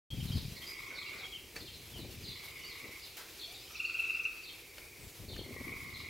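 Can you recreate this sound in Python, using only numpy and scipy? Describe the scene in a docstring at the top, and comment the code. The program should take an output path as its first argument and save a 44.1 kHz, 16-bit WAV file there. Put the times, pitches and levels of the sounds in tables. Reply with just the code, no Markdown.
"""A small frog on a leafy house plant gives a rattling croak of a dozen quick notes under a roof.
Each note is a pulsed stack of harmonics; lower frogs farther off answer in notes that come by several paths.
Small birds outside chirp in gliding sines, over a twitter of flickering noise bands.
Shaped noise makes the air buffeting the hand-held microphone, the leaves and the scuffs close by.
Single kicks of air hit the ports; noise bursts and ringing modes make a few light knocks and one snap."""
import sys
import numpy as np
from scipy import signal
from scipy.fft import rfft, irfft, next_fast_len
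from scipy.io import wavfile
from scipy.ndimage import uniform_filter1d

SR = 44100
rng = np.random.default_rng(int(sys.argv[2]) if len(sys.argv) > 2 else 0)


def bounce(signal):
    """Save signal as a 16-bit WAV file at the path given by the first command-line argument."""
    frames = np.transpose(np.atleast_2d(signal))
    limited = np.clip(frames, -1, 1)
    pcm = np.round(limited * 32767).astype(np.int16)
    wavfile.write(sys.argv[1], SR, pcm)


N = 268789
TIME = np.arange(N) / SR


def amp(db):
    """Decibels to gain."""
    return 10 ** (np.asarray(db) / 20)


def unit(x):
    """Scales to rms 1."""
    return x / np.sqrt(np.mean(x ** 2) + 1e-20)


def steadied(x, size):
    """Holds the running rms near 1, so that only the quick lumps are left."""
    running_power = uniform_filter1d((x ** 2).mean(0), size)
    return x / np.sqrt(running_power + 1e-20)


def add(mix, s, sound):
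    """Adds a sound to the mix from time s on."""
    part = mix[..., max(round(s * SR), 0):][..., :sound.shape[-1]]
    part += sound[..., :part.shape[-1]]


def read(points, hz):
    """Reads a spectrum on a log-frequency axis."""
    f, value = np.transpose(points)
    return np.interp(np.log(hz + 1), np.log(f), value)


def colour(x, points):
    """Filters by a spectrum of (Hz, dB) points."""
    size = next_fast_len(x.shape[-1])
    gain = amp(read(points, np.fft.rfftfreq(size, 1 / SR)))
    return irfft(rfft(x, size) * gain, size)[..., :x.shape[-1]]


def drift(per_s, size=N):
    """Random wander of about rms 1, in straight lines between per_s random values a second."""
    knots = rng.standard_normal(4096)
    return np.interp(np.arange(size) / SR * per_s, np.arange(len(knots)), knots) * np.sqrt(3 / 2)


def pair(side_db, size=N):
    """White noise at two close microphone ports: a shared part, and a side part of opposite sign."""
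    mid, side = rng.standard_normal((2, size))
    return np.array([mid + amp(side_db) * side, mid - amp(side_db) * side])


def swell(s, hold, rise_s, fall_s):
    """Envelope that rises straight up to time s, holds, and dies away exponentially."""
    rise = np.clip(1 + (TIME - s) / rise_s, 0, 1)
    return rise * np.exp(-np.maximum(TIME - s - hold, 0) / fall_s)


def room(x, t60, side_db):
    """Diffuse echoes of roof and walls: decaying noise of unit energy, 60 dB down after t60 seconds."""
    t = TIME[:SR]
    tail = pair(side_db, size=SR) * amp(-60 * t / t60) * (1 - np.exp(-t / 0.0037))
    return signal.fftconvolve(x[None], tail / np.linalg.norm(tail[0]), axes=1)[:, :N]


def echoed(x, taps):
    """A sound followed by a few distinct reflections."""
    out = x.copy()
    for delay, db in taps:
        add(out, delay, amp(db) * x)
    return out


def strayed(taps, stray_s):
    """The same arrivals with slightly different delays."""
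    return [(abs(delay + stray_s * rng.uniform(-1, 1)), db) for delay, db in taps]


AIR_DB, STILL_LEAVES_DB = -55.5, -64.5  # rms of the wash; relative level of the leaves at rest
RUSTLE_RISE_S, RUSTLE_FALL_S = 0.05, 0.04
# Wash and hiss of the open air around the plant. Each row: frequency in Hz, level in dB.
AIR_SPECTRUM = [(18, -17), (30, 0.5), (95, 3), (213, -12), (341, 2.5), (479, -1.5), (606, -11),
                (787, -11.5), (1590, -14.5), (2300, -2), (2990, -16), (4540, -10), (7860, -12.5),
                (12600, -14), (15500, -13)]
# Colour of the leaves, heard close. Each row: frequency in Hz, level in dB.
LEAF_SPECTRUM = [(300, -14), (700, 2), (1500, -1), (3000, 5.5), (5000, 2.5), (8000, -4.5), (10500, 0),
                 (12700, 3.5), (14000, -2.5), (16000, -7.5)]
# Leaves stirring near the microphone. Each row: time of full strength in s, hold in s, relative level in dB.
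LEAF_RUSTLES = [(0.21, 0.17, -57), (0.443, 0.31, -60), (1.777, 0.26, -63.5), (2.107, 0.89, -62.5),
                (2.39, 0.17, -61.5), (3.021, 0.038, -58), (3.32, 0.4, -59), (3.99, 0.13, -60.5),
                (4.984, 0.1, -66.5)]


def surroundings():
    """Soft outdoor wash and hiss of drifting noise, with grainier noise for leaves stirring in it."""
    wash = amp(AIR_DB) * unit(colour(pair(-19) * amp(.5 * drift(9.6)), AIR_SPECTRUM))
    grain_db = 1.6 * drift(900) + 4.9 * np.tanh(drift(40))
    leaves = unit(colour(pair(-8.0) * amp(grain_db), LEAF_SPECTRUM))
    power = amp(STILL_LEAVES_DB) ** 2
    for s, hold, db in LEAF_RUSTLES:
        power = power + (amp(db) * swell(s, hold, RUSTLE_RISE_S, RUSTLE_FALL_S)) ** 2
    return wash + amp(4) * np.sqrt(power) * leaves


GUST_RISE_S, GUST_FALL_S = 0.059, 0.028
BREEZE_DB, BREEZE_HARD_DB = -70.5, -4.5  # air between gusts: relative level, and its flutter relative to that
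# Gusts striking the microphone.
# Each row: time of full strength in s, hold in s, relative level in dB, hardness (flutter over buffet) in dB.
WIND_GUSTS = [(0.138, 0.15, -40.5, -27), (0.352, 0.016, -33.5, -28), (0.452, 0.011, -42, -32),
              (0.54, 0.046, -54.5, -3), (0.602, 0.88, -65, -0.5), (0.922, 0.032, -74, 12.5),
              (1.123, 0.026, -68, 3.5), (1.575, 0.062, -55.5, 1.5), (1.69, 0.24, -57.5, -8),
              (1.962, 0.14, -49.5, -2), (2.16, 0.16, -50.5, -9), (2.432, 0.32, -65, -3),
              (2.856, 0.038, -61.5, 8), (3.629, .03, -80, -4), (5.034, 0.033, -52, -6.5),
              (5.23, 0.035, -47, -9.5), (5.323, 0.087, -47.5, 0), (5.466, 0.26, -51, 1),
              (5.76, 0.34, -54, -7.5)]
# Low buffeting at the ports. Each row: frequency in Hz, level in dB.
BUFFET_SPECTRUM = [(20, -21), (45, -3.5), (75, -0.5), (110, 0), (160, -4.5), (230, -11.5), (350, -24),
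                   (700, -34.5), (1500, -47)]
# Higher flutter of a hard gust at the ports. Each row: frequency in Hz, level in dB.
FLUTTER_SPECTRUM = [(100, -30), (230, 2), (380, 2), (550, -7.5), (900, -17.5), (2000, -41), (5000, -70)]


def wind():
    """Lumpy pressure swings at the ports; hard gusts flutter higher up."""
    soft_power = amp(BREEZE_DB) ** 2
    hard_power = amp(BREEZE_DB + BREEZE_HARD_DB) ** 2
    for s, hold, db, hard_db in WIND_GUSTS:
        push = amp(db) * swell(s, hold, GUST_RISE_S, GUST_FALL_S)
        soft_power = soft_power + push ** 2
        hard_power = hard_power + (amp(hard_db) * push) ** 2
    lumps_db = 7.7 * np.tanh(drift(90))
    buffet = steadied(colour(pair(-15.0) * amp(lumps_db), BUFFET_SPECTRUM), size=2400)
    quick_lumps_db = 11.0 * np.tanh(drift(220))
    flutter = steadied(colour(pair(-38) * amp(quick_lumps_db), FLUTTER_SPECTRUM), size=4000)
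    gust = np.sqrt(soft_power) * buffet + amp(-1.5) * np.sqrt(hard_power) * flutter
    return gust * amp([[1.4], [-1.6]])  # the first port takes more of the air


THUMP_S, THUMP_SKEW_DB = 0.0015, 0.5  # time from mid-kick to either peak; largest chance skew of each port
# Single hard buffets on the microphone. Each row: time of mid-kick in s, relative level in dB.
AIR_KICKS = [(0.187, -32), (0.23, -29.5), (.307, -29.5), (0.359, -24), (.484, -37), (0.524, -38)]


def thumps():
    """Sudden kicks of air: a push and the suction after it."""
    out = np.zeros((2, N))
    u = (TIME[:2048] - TIME[1024]) / THUMP_S
    kick = -u * np.exp((1 - u ** 2) / 2)
    for s, db in AIR_KICKS:
        ports = amp(THUMP_SKEW_DB * rng.uniform(-0.73, 1) * np.array([[1], [-1]]))
        add(out, s - TIME[1024], amp(db) * ports * kick)
    return out * amp([[1.4], [-1.6]])  # the first port takes more of the air


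# Soft, dull scuffs near the microphone. Each row: time of full strength in s, hold in s, level in dB.
NEARBY_SCUFFS = [(.3, 0.096, -64), (.915, 0.054, -56.5), (1.123, 0.12, -56.5)]
# Their colour. Each row: frequency in Hz, level in dB.
SCUFF_SPECTRUM = [(250, -27), (480, 8), (800, -7), (1250, -3), (1500, 5), (1800, -2.5), (3500, -11),
                  (8000, -28)]


def scuffs():
    """Short rubbing sounds: noise made grainy by fast level changes."""
    power = sum((amp(db) * swell(s, hold, 0.017, 0.028)) ** 2 for s, hold, db in NEARBY_SCUFFS)
    grain_db = 3.1 * np.tanh(drift(200))
    return np.sqrt(power) * unit(colour(pair(-20) * amp(grain_db), SCUFF_SPECTRUM))


def crack(t, decay_s):
    """A hard first contact and a quickly dying spray of tiny clicks."""
    spray = unit(amp(4.5 * np.tanh(drift(1450, size=len(t))))) * np.exp(-t / decay_s)
    return pair(-8, size=len(t)) * (spray + .7 * np.exp(-t / .0006))


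TICK_S = 0.0055  # decay of the bright tick at first contact
# Light knocks near the microphone. Each row: start in s, level in dB, rattle's 60 dB decay in s,
# treble at 9 kHz in dB, bass at 500 Hz in dB, room echo in dB, tick in dB, ring in dB.
LIGHT_KNOCKS = [(1.5587, -50, 0.04, 6, -1, -9, -50, -51), (1.563, -43.5, 0.14, 5, -3, -17.5, -47.5, -42),
                (4.782, -38, 0.017, -23, -8, -13, -53, -53), (5.363, -46, 0.038, 2, 3, -18, -62, -62)]
# Colour of the body that the knocks sound in. Each row: frequency in Hz, level in dB.
BODY_SPECTRUM = [(100, -27), (500, 4), (900, -6), (1400, -2), (1800, 5), (2300, 2), (3200, -6),
                 (4500, -3.5), (7000, -9), (15000, -42)]
# Ringing modes of that body. Each row: frequency in Hz, relative level in dB, 60 dB decay in s.
BODY_MODES = [(470, -5.5, .07), (1824, -14.5, 0.12), (2336, 0.5, 0.044), (2606, -5, .09), (4484, 0, .08),
              (5195, -17, .045)]


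def knocks():
    """Small dry bumps: a tick, a rattle and the brief ring of a body, with a duller echo."""
    out, echo, t = np.zeros((2, N)), np.zeros(N), TIME[:16384]
    for s, db, t60, treble_db, bass_db, echo_db, tick_db, ring_db in LIGHT_KNOCKS:
        burst = colour(pair(-18, size=len(t)), BODY_SPECTRUM)
        burst = colour(burst, [(500, bass_db), (1500, 0), (3000, 0), (9000, treble_db)])
        rattle = amp(db) * unit(burst) * amp(-60 * t / t60) * (1 - np.exp(-t / 0.00021))
        ring = np.zeros(len(t))
        for hz, mode_db, decay in BODY_MODES:
            ring += amp(ring_db + mode_db - 60 * t / decay) * np.sin(2 * np.pi * hz * t)
        add(out, s, rattle + ring + amp(tick_db) * crack(t, TICK_S))
        add(echo, s, amp(echo_db) * rattle.mean(0))
    dull = [(500, 14.0), (1300, 12.0), (2300, -1), (6000, -5)]
    return out + colour(room(echo, t60=0.54, side_db=-12), dull)


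SNAP_S, SNAP_DB, SNAP_DECAY_S, SNAP_ECHO_DB = 3.169, -46, 0.027, -6.5  # start, relative level, decay, echo
# Colour of the snap, heard nearby. Each row: frequency in Hz, level in dB.
SNAP_SPECTRUM = [(500, -12), (1500, -8), (2800, 7), (4000, 3), (8000, -4), (12000, 2.5), (15500, 2)]
# Colour of its hollow echo in the room. Each row: frequency in Hz, level in dB.
ECHO_SPECTRUM = [(300, -12), (800, -3), (1100, -1), (1400, 0), (1600, 4.5), (1780, -1), (1940, 1),
                 (2300, -6), (4000, -3), (8000, -12)]


def snap():
    """One bright crack, answered by a hollow echo of the room to a single impulse."""
    out, kick = np.zeros((2, N)), np.zeros(N)
    add(out, SNAP_S, amp(SNAP_DB) * colour(crack(TIME[:8192], SNAP_DECAY_S), SNAP_SPECTRUM))
    add(kick, SNAP_S, np.ones(1))
    return out + amp(SNAP_ECHO_DB) * colour(room(kick, t60=0.69, side_db=-13), ECHO_SPECTRUM)


# Twitter of many distant birds, joined by straight lines. 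Each row: time in s, relative level in dB.
TWITTER_LEVEL = [(.1, -58), (1.25, -57.5), (1.42, -66), (1.65, -62.5), (2.5, -57.5), (3.1, -59.5),
                 (3.33, -60.5), (3.5, -57), (4.0, -57), (4.6, -64.5), (5.1, -71), (5.7, -64.5), (6.05, -58)]
# Its spread of pitch. Each row: frequency in Hz, level in dB.
TWITTER_SPECTRUM = [(1500, -38), (2300, 2.5), (3000, -0.5), (4300, -0.5), (5200, -3.5), (6500, -8.5),
                    (9000, -12)]


def twitter():
    """Faint chirps blurred into a haze: sixteen narrow noise bands that flicker independently."""
    haze = np.zeros((2, N))
    for hz in np.geomspace(2400, 7500, num=16):
        band = [(hz / 1.15, -50), (hz / 1.025, 0), (hz * 1.025, 0), (hz * 1.15, -50)]
        flicker_db = 6 * np.tanh(drift(35))
        haze += colour(pair(-11), band) * amp(flicker_db)
    level_db = np.interp(TIME, *np.transpose(TWITTER_LEVEL)) + 1.5
    return amp(level_db) * unit(colour(haze, TWITTER_SPECTRUM))


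# pitch flutter as a share of the pitch, and its growth per octave a second of glide
RASP_SHARE, RASP_PER_SWEEP = 0.021, .0022


def glide(length, hz, octaves, taper):
    """One gliding whistle, raspier the faster it sweeps, up to 8 octaves a second."""
    u = np.linspace(0, 1, max(int(length * SR), 64))
    sweep = min(abs(octaves) / length, 8)
    rasp = (RASP_SHARE + RASP_PER_SWEEP * sweep) * drift(480, size=len(u))
    pitch = hz * 2 ** (octaves * u) * (1 + rasp)
    return np.sin(2 * np.pi * np.cumsum(pitch) / SR) * signal.windows.tukey(len(u), taper)


PIP_S, PIP_RISE_OCT = 0.0247, 0.153  # length, and rise in octaves
ECHO_STRAY_S = .004  # largest chance shift of an echo delay, new for each cheep
# Cheeps outside, each one steep downward stroke.
# Each row: start in s, length in s, starting pitch in Hz, fall in octaves, relative level in dB.
BIRD_CHEEPS = [(0.264, 0.04, 4310, 0.35, -50), (0.316, 0.033, 5390, 0.47, -49.5),
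               (0.351, 0.034, 5350, 0.73, -45.5), (.368, 0.017, 5320, 0.57, -47),
               (.558, 0.025, 4840, 0.37, -48.5), (0.948, 0.035, 4900, 0.49, -48),
               (1.004, 0.03, 4610, 0.63, -47.5), (1.058, 0.028, 4930, 0.51, -48.5),
               (1.176, 0.036, 4830, 0.42, -50.5), (1.596, .024, 5100, 0.54, -47),
               (1.655, 0.037, 4620, 0.76, -48.5), (1.727, 0.026, 4590, 0.34, -49.5),
               (1.977, 0.054, 4950, 0.54, -51.5), (2.24, 0.024, 4820, 0.48, -45),
               (2.276, 0.026, 4860, 0.49, -42), (2.304, 0.023, 4700, 0.56, -46.5),
               (2.337, 0.03, 4950, 0.73, -51), (2.69, 0.042, 4890, 0.45, -48.5),
               (3.018, 0.036, 5190, 0.47, -48), (3.392, 0.0274, 4510, 0.5, -44),
               (3.54, 0.02, 4680, 0.37, -47), (3.754, 0.022, 5400, 0.7, -49),
               (4.431, 0.035, 4850, 0.41, -50), (4.476, 0.026, 4656, 0.68, -46),
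               (5.284, 0.017, 4680, 0.44, -45.5), (5.313, 0.04, 4420, 0.68, -48),
               (5.376, 0.025, 4775, 0.73, -45.5), (5.94, 0.022, 4650, 0.42, -45.5),
               (5.985, 0.028, 5205, 0.7, -49)]
# Short rising pips outside. Each row: start in s, starting pitch in Hz, relative level in dB.
BIRD_PIPS = [(0.198, 2950, -44), (.312, 2950, -41.5), (0.615, 3080, -46), (.977, 3950, -42.5),
             (1.235, 3080, -42), (2.445, 3650, -50), (3.848, 4080, -44), (3.878, 4100, -50),
             (4.125, 4600, -55), (4.363, 4300, -57)]
# Short and longer whistles outside, mostly near-level in pitch, a few gliding.
# Each row: start in s, length in s, starting pitch in Hz, glide in octaves, relative level in dB.
BIRD_WHISTLES = [(0.09, 0.057, 3330, -0.061, -46.5), (0.662, 0.055, 4890, 0.019, -42.5),
                 (1.061, 0.02, 2830, -0.017, -44), (1.202, 0.026, 3500, -0.069, -51),
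                 (1.204, 0.043, 776, -0.063, -56), (1.318, 0.049, 3190, -0.071, -42),
                 (1.358, 0.025, 3100, -.24, -48), (1.929, 0.06, 3300, -0.16, -49),
                 (2.219, 0.051, 4850, -.03, -52.5), (2.606, 0.072, 3010, -0.065, -52),
                 (2.633, 0.047, 4480, 0.11, -47.5), (3.395, 0.063, 4300, 0, -48),
                 (3.432, 0.021, 3450, -0.068, -40), (3.467, 0.092, 668, 0.26, -59),
                 (3.576, 0.06, 4920, 0.0018, -56), (3.708, 0.083, 6010, -0.15, -55),
                 (4.233, 0.022, 5880, 0.037, -54), (4.977, 0.15, 8600, -0.39, -61)]
# Early echoes of the birds off walls and roof. Each row: delay in s, level in dB.
WALL_ECHOES = [(0.011, -10), (.032, -14.5), (0.046, -12), (.07, -15.5)]


def birds():
    """Cheeps, pips and whistles of single sines, repeated by the walls and trailing off in the room."""
    cheeps, tones = np.zeros((2, N))
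    for s, length, hz, fall, db in BIRD_CHEEPS:
        stroke = amp(db) * glide(length, hz, -fall, taper=0.22)
        stroke = np.pad(stroke, (0, SR // 8))  # space for the echoes
        add(cheeps, s, echoed(stroke, strayed(WALL_ECHOES, ECHO_STRAY_S)))
    for s, hz, db in BIRD_PIPS:
        add(tones, s, amp(db) * glide(PIP_S, hz, PIP_RISE_OCT, taper=0.6))
    for s, length, hz, octaves, db in BIRD_WHISTLES:
        add(tones, s, amp(db) * glide(length, hz, octaves, taper=0.37))
    early = amp(-3) * cheeps + amp(-2.0) * echoed(tones, WALL_ECHOES)
    scattered = room(cheeps + amp(-4.5) * tones, t60=0.062, side_db=-7.5)  # through the foliage
    late = room(cheeps + amp(-2.5) * tones, t60=0.5, side_db=-11.5)
    return early + amp(-5.5) * scattered + amp(-2) * late


def frog_note(hz, rise_s, fall_s, arch, low_db, high_db, rough):
    """One squeeze of air: pitch arches with pressure; the second harmonic is strong, the others rasp."""
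    t = TIME[:2560] - TIME[1280]
    # rise_s before the peak and fall_s after it, the pressure is at half
    pressure = 1 / (1 + (t / np.where(t < 0, rise_s, fall_s)) ** 2)
    jitter, shimmer, low_rasp, high_rasp = (drift(400, size=len(t)) for _ in range(4))
    pitch = hz * (1 + arch * (pressure ** 1.676 - .66) + 0.013 * jitter)
    phase = np.pi * np.cumsum(pitch) / SR  # of the fundamental, at half the strongest partial
    low = amp(low_db) * np.sin(phase) * (0.56 + low_rasp)
    high = amp(high_db) * (np.sin(3 * phase) + 0.1 * np.sin(4 * phase)) * high_rasp
    main = np.sin(2 * phase) * (1 + rough * shimmer)
    return (main * pressure + (low + high) * pressure ** 1.3) * signal.windows.tukey(len(t), .4)


# a distant croak starts soft and flat, swells to full effort, then tires slowly
SWELL_DB, FLAT_HZ, TIRE_DB_PER_S = 7, 59.7, 0.5
FAR_UNEVEN_DB, UNEVEN_HZ, FAR_STRAY_S = 1.5, 31.5, .003  # chance differences from note to note


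def croak(start, length, period, swell_s, db, hz, uneven_db):
    """Evenly spaced notes whose level and pitch follow the effort: rows of (s, dB, Hz)."""
    t = np.arange(0, length, period)
    slack = np.exp(-t / swell_s)
    louder, higher = rng.standard_normal((len(t), 2)).T
    level_db = db - SWELL_DB * slack - TIRE_DB_PER_S * t + uneven_db * louder
    return zip(start + t, level_db, hz - FLAT_HZ * slack + UNEVEN_HZ * higher)


PATH_STRAY_S = 0.001496  # largest chance shift of a path from note to note
# Croaks from farther off. Each row: first note in s, length in s, note spacing in s, swell time in s,
# relative level in dB, strongest partial at full effort in Hz, fundamental in dB.
DISTANT_CROAKS = [(0.57, .7, 0.037, 0.12, -39, 2215, -10.5), (2.278, .7, 0.04, 0.069, -43, 2205, -12.5),
                  (4.452, .58, 0.046, 0.041, -49.5, 2306, -27), (5.444, .68, 0.04, 0.11, -39, 2180, -12)]
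# Paths by which a distant note reaches the microphone. Each row: delay in s, level in dB.
DISTANT_PATHS = [(0, -1.5), (.0045, -1.5), (.011, -4), (.017, -3), (.024, -8.5), (.031, -13.5)]
# What the distant vocal sacs radiate. Each row: frequency in Hz, level in dB.
DISTANT_SAC_SPECTRUM = [(800, -6.5), (1080, -1), (1280, 1), (1550, 2), (1800, 1.5), (2050, 1.5),
                        (2250, 0.5), (2600, 2.5), (3000, -7)]


def far_frogs():
    """Lower croaks; each short note arrives by several paths, which makes a fine, uneven rattle."""
    out = np.zeros((2, N))
    for *call, low_db in DISTANT_CROAKS:
        for s, db, hz in croak(*call, FAR_UNEVEN_DB):
            start = s + FAR_STRAY_S * rng.standard_normal()
            for delay, path_db in strayed(DISTANT_PATHS, PATH_STRAY_S):
                note = frog_note(hz, rise_s=0.0025, fall_s=0.0028, arch=0.141,
                                 low_db=low_db, high_db=-42, rough=0.29)
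                ports = 1 + 0.63 * rng.uniform(-1.15, 1) * np.array([[1], [-1]])
                add(out, start + delay - len(note) / 2 / SR, amp(db + path_db) * ports * note)
    out = colour(out, DISTANT_SAC_SPECTRUM)
    return amp(-4.0) * out + amp(-5) * room(out.mean(0), t60=0.76, side_db=-7)


# the fundamental at full effort, and the dB it gains per dB that a note is softer
FUNDAMENTAL_DB, SOFT_HOLLOW = -28.5, 0.83
# Notes of the near frog's croak. Each row: mid-note in s, relative level in dB, strongest partial in Hz.
CROAK_NOTES = [(3.706, -54, 2570), (3.758, -41.5, 2565), (3.804, -33.5, 2635), (3.853, -31, 2660),
               (3.901, -33, 2640), (3.952, -30.5, 2670), (4, -26.5, 2672), (4.051, -28, 2683),
               (4.103, -28.5, 2658), (4.155, -30.5, 2690), (4.205, -33, 2637), (4.258, -30, 2670)]
# Slaps from surfaces close to the frog. Each row: delay in s, level in dB.
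CLOSE_SLAPS = [(.0034, -20), (.0065, -15.5), (0.0201, -17.5), (.026, -16)]
# What its vocal sac radiates. Each row: frequency in Hz, level in dB.
SAC_SPECTRUM = [(950, 1), (1250, 4), (1500, 2), (1700, 0), (2150, 6.5), (2450, 1), (2830, 0.5), (3030, -13),
                (3600, 1.5)]


def near_frog():
    """Quick notes, each followed by slaps from nearby surfaces and the ring of the room."""
    voice = np.zeros(N)
    loudest_db = max(db for _, db, _ in CROAK_NOTES)
    for s, db, hz in CROAK_NOTES:
        low_db = FUNDAMENTAL_DB + SOFT_HOLLOW * (loudest_db - db)
        note = amp(db) * frog_note(hz, rise_s=0.00854, fall_s=0.0072, arch=0.0977,
                                   low_db=low_db, high_db=-26.0, rough=0.45)
        add(voice, s - len(note) / 2 / SR, note)
    voice = colour(echoed(voice, CLOSE_SLAPS), SAC_SPECTRUM)
    # the weak partials come mostly by way of the walls
    spread = colour(voice, [(1400, 9.5), (2400, 9.5), (2800, -5), (3800, 5)])
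    return amp(-1.0) * voice + amp(-8.5) * room(spread, t60=1.0, side_db=-7.0)


def scene():
    """All sources at the microphone."""
    background = surroundings() + wind() + thumps()
    contacts = scuffs() + knocks() + snap()
    return background + contacts + twitter() + birds() + far_frogs() + near_frog()


START_S, EDGE_HZ = .104, 15850  # silence before the microphone opens; upper band limit


def record(dry):
    """The microphone opens after a moment; then the band limit."""
    opened = dry * np.clip((TIME - START_S) / 0.0011, 0, 1)
    lowpass = signal.firwin(611, EDGE_HZ, window=("kaiser", 8), fs=SR)
    return signal.oaconvolve(opened, lowpass[None], "same")


dry = scene()
out = record(dry)
bounce(out)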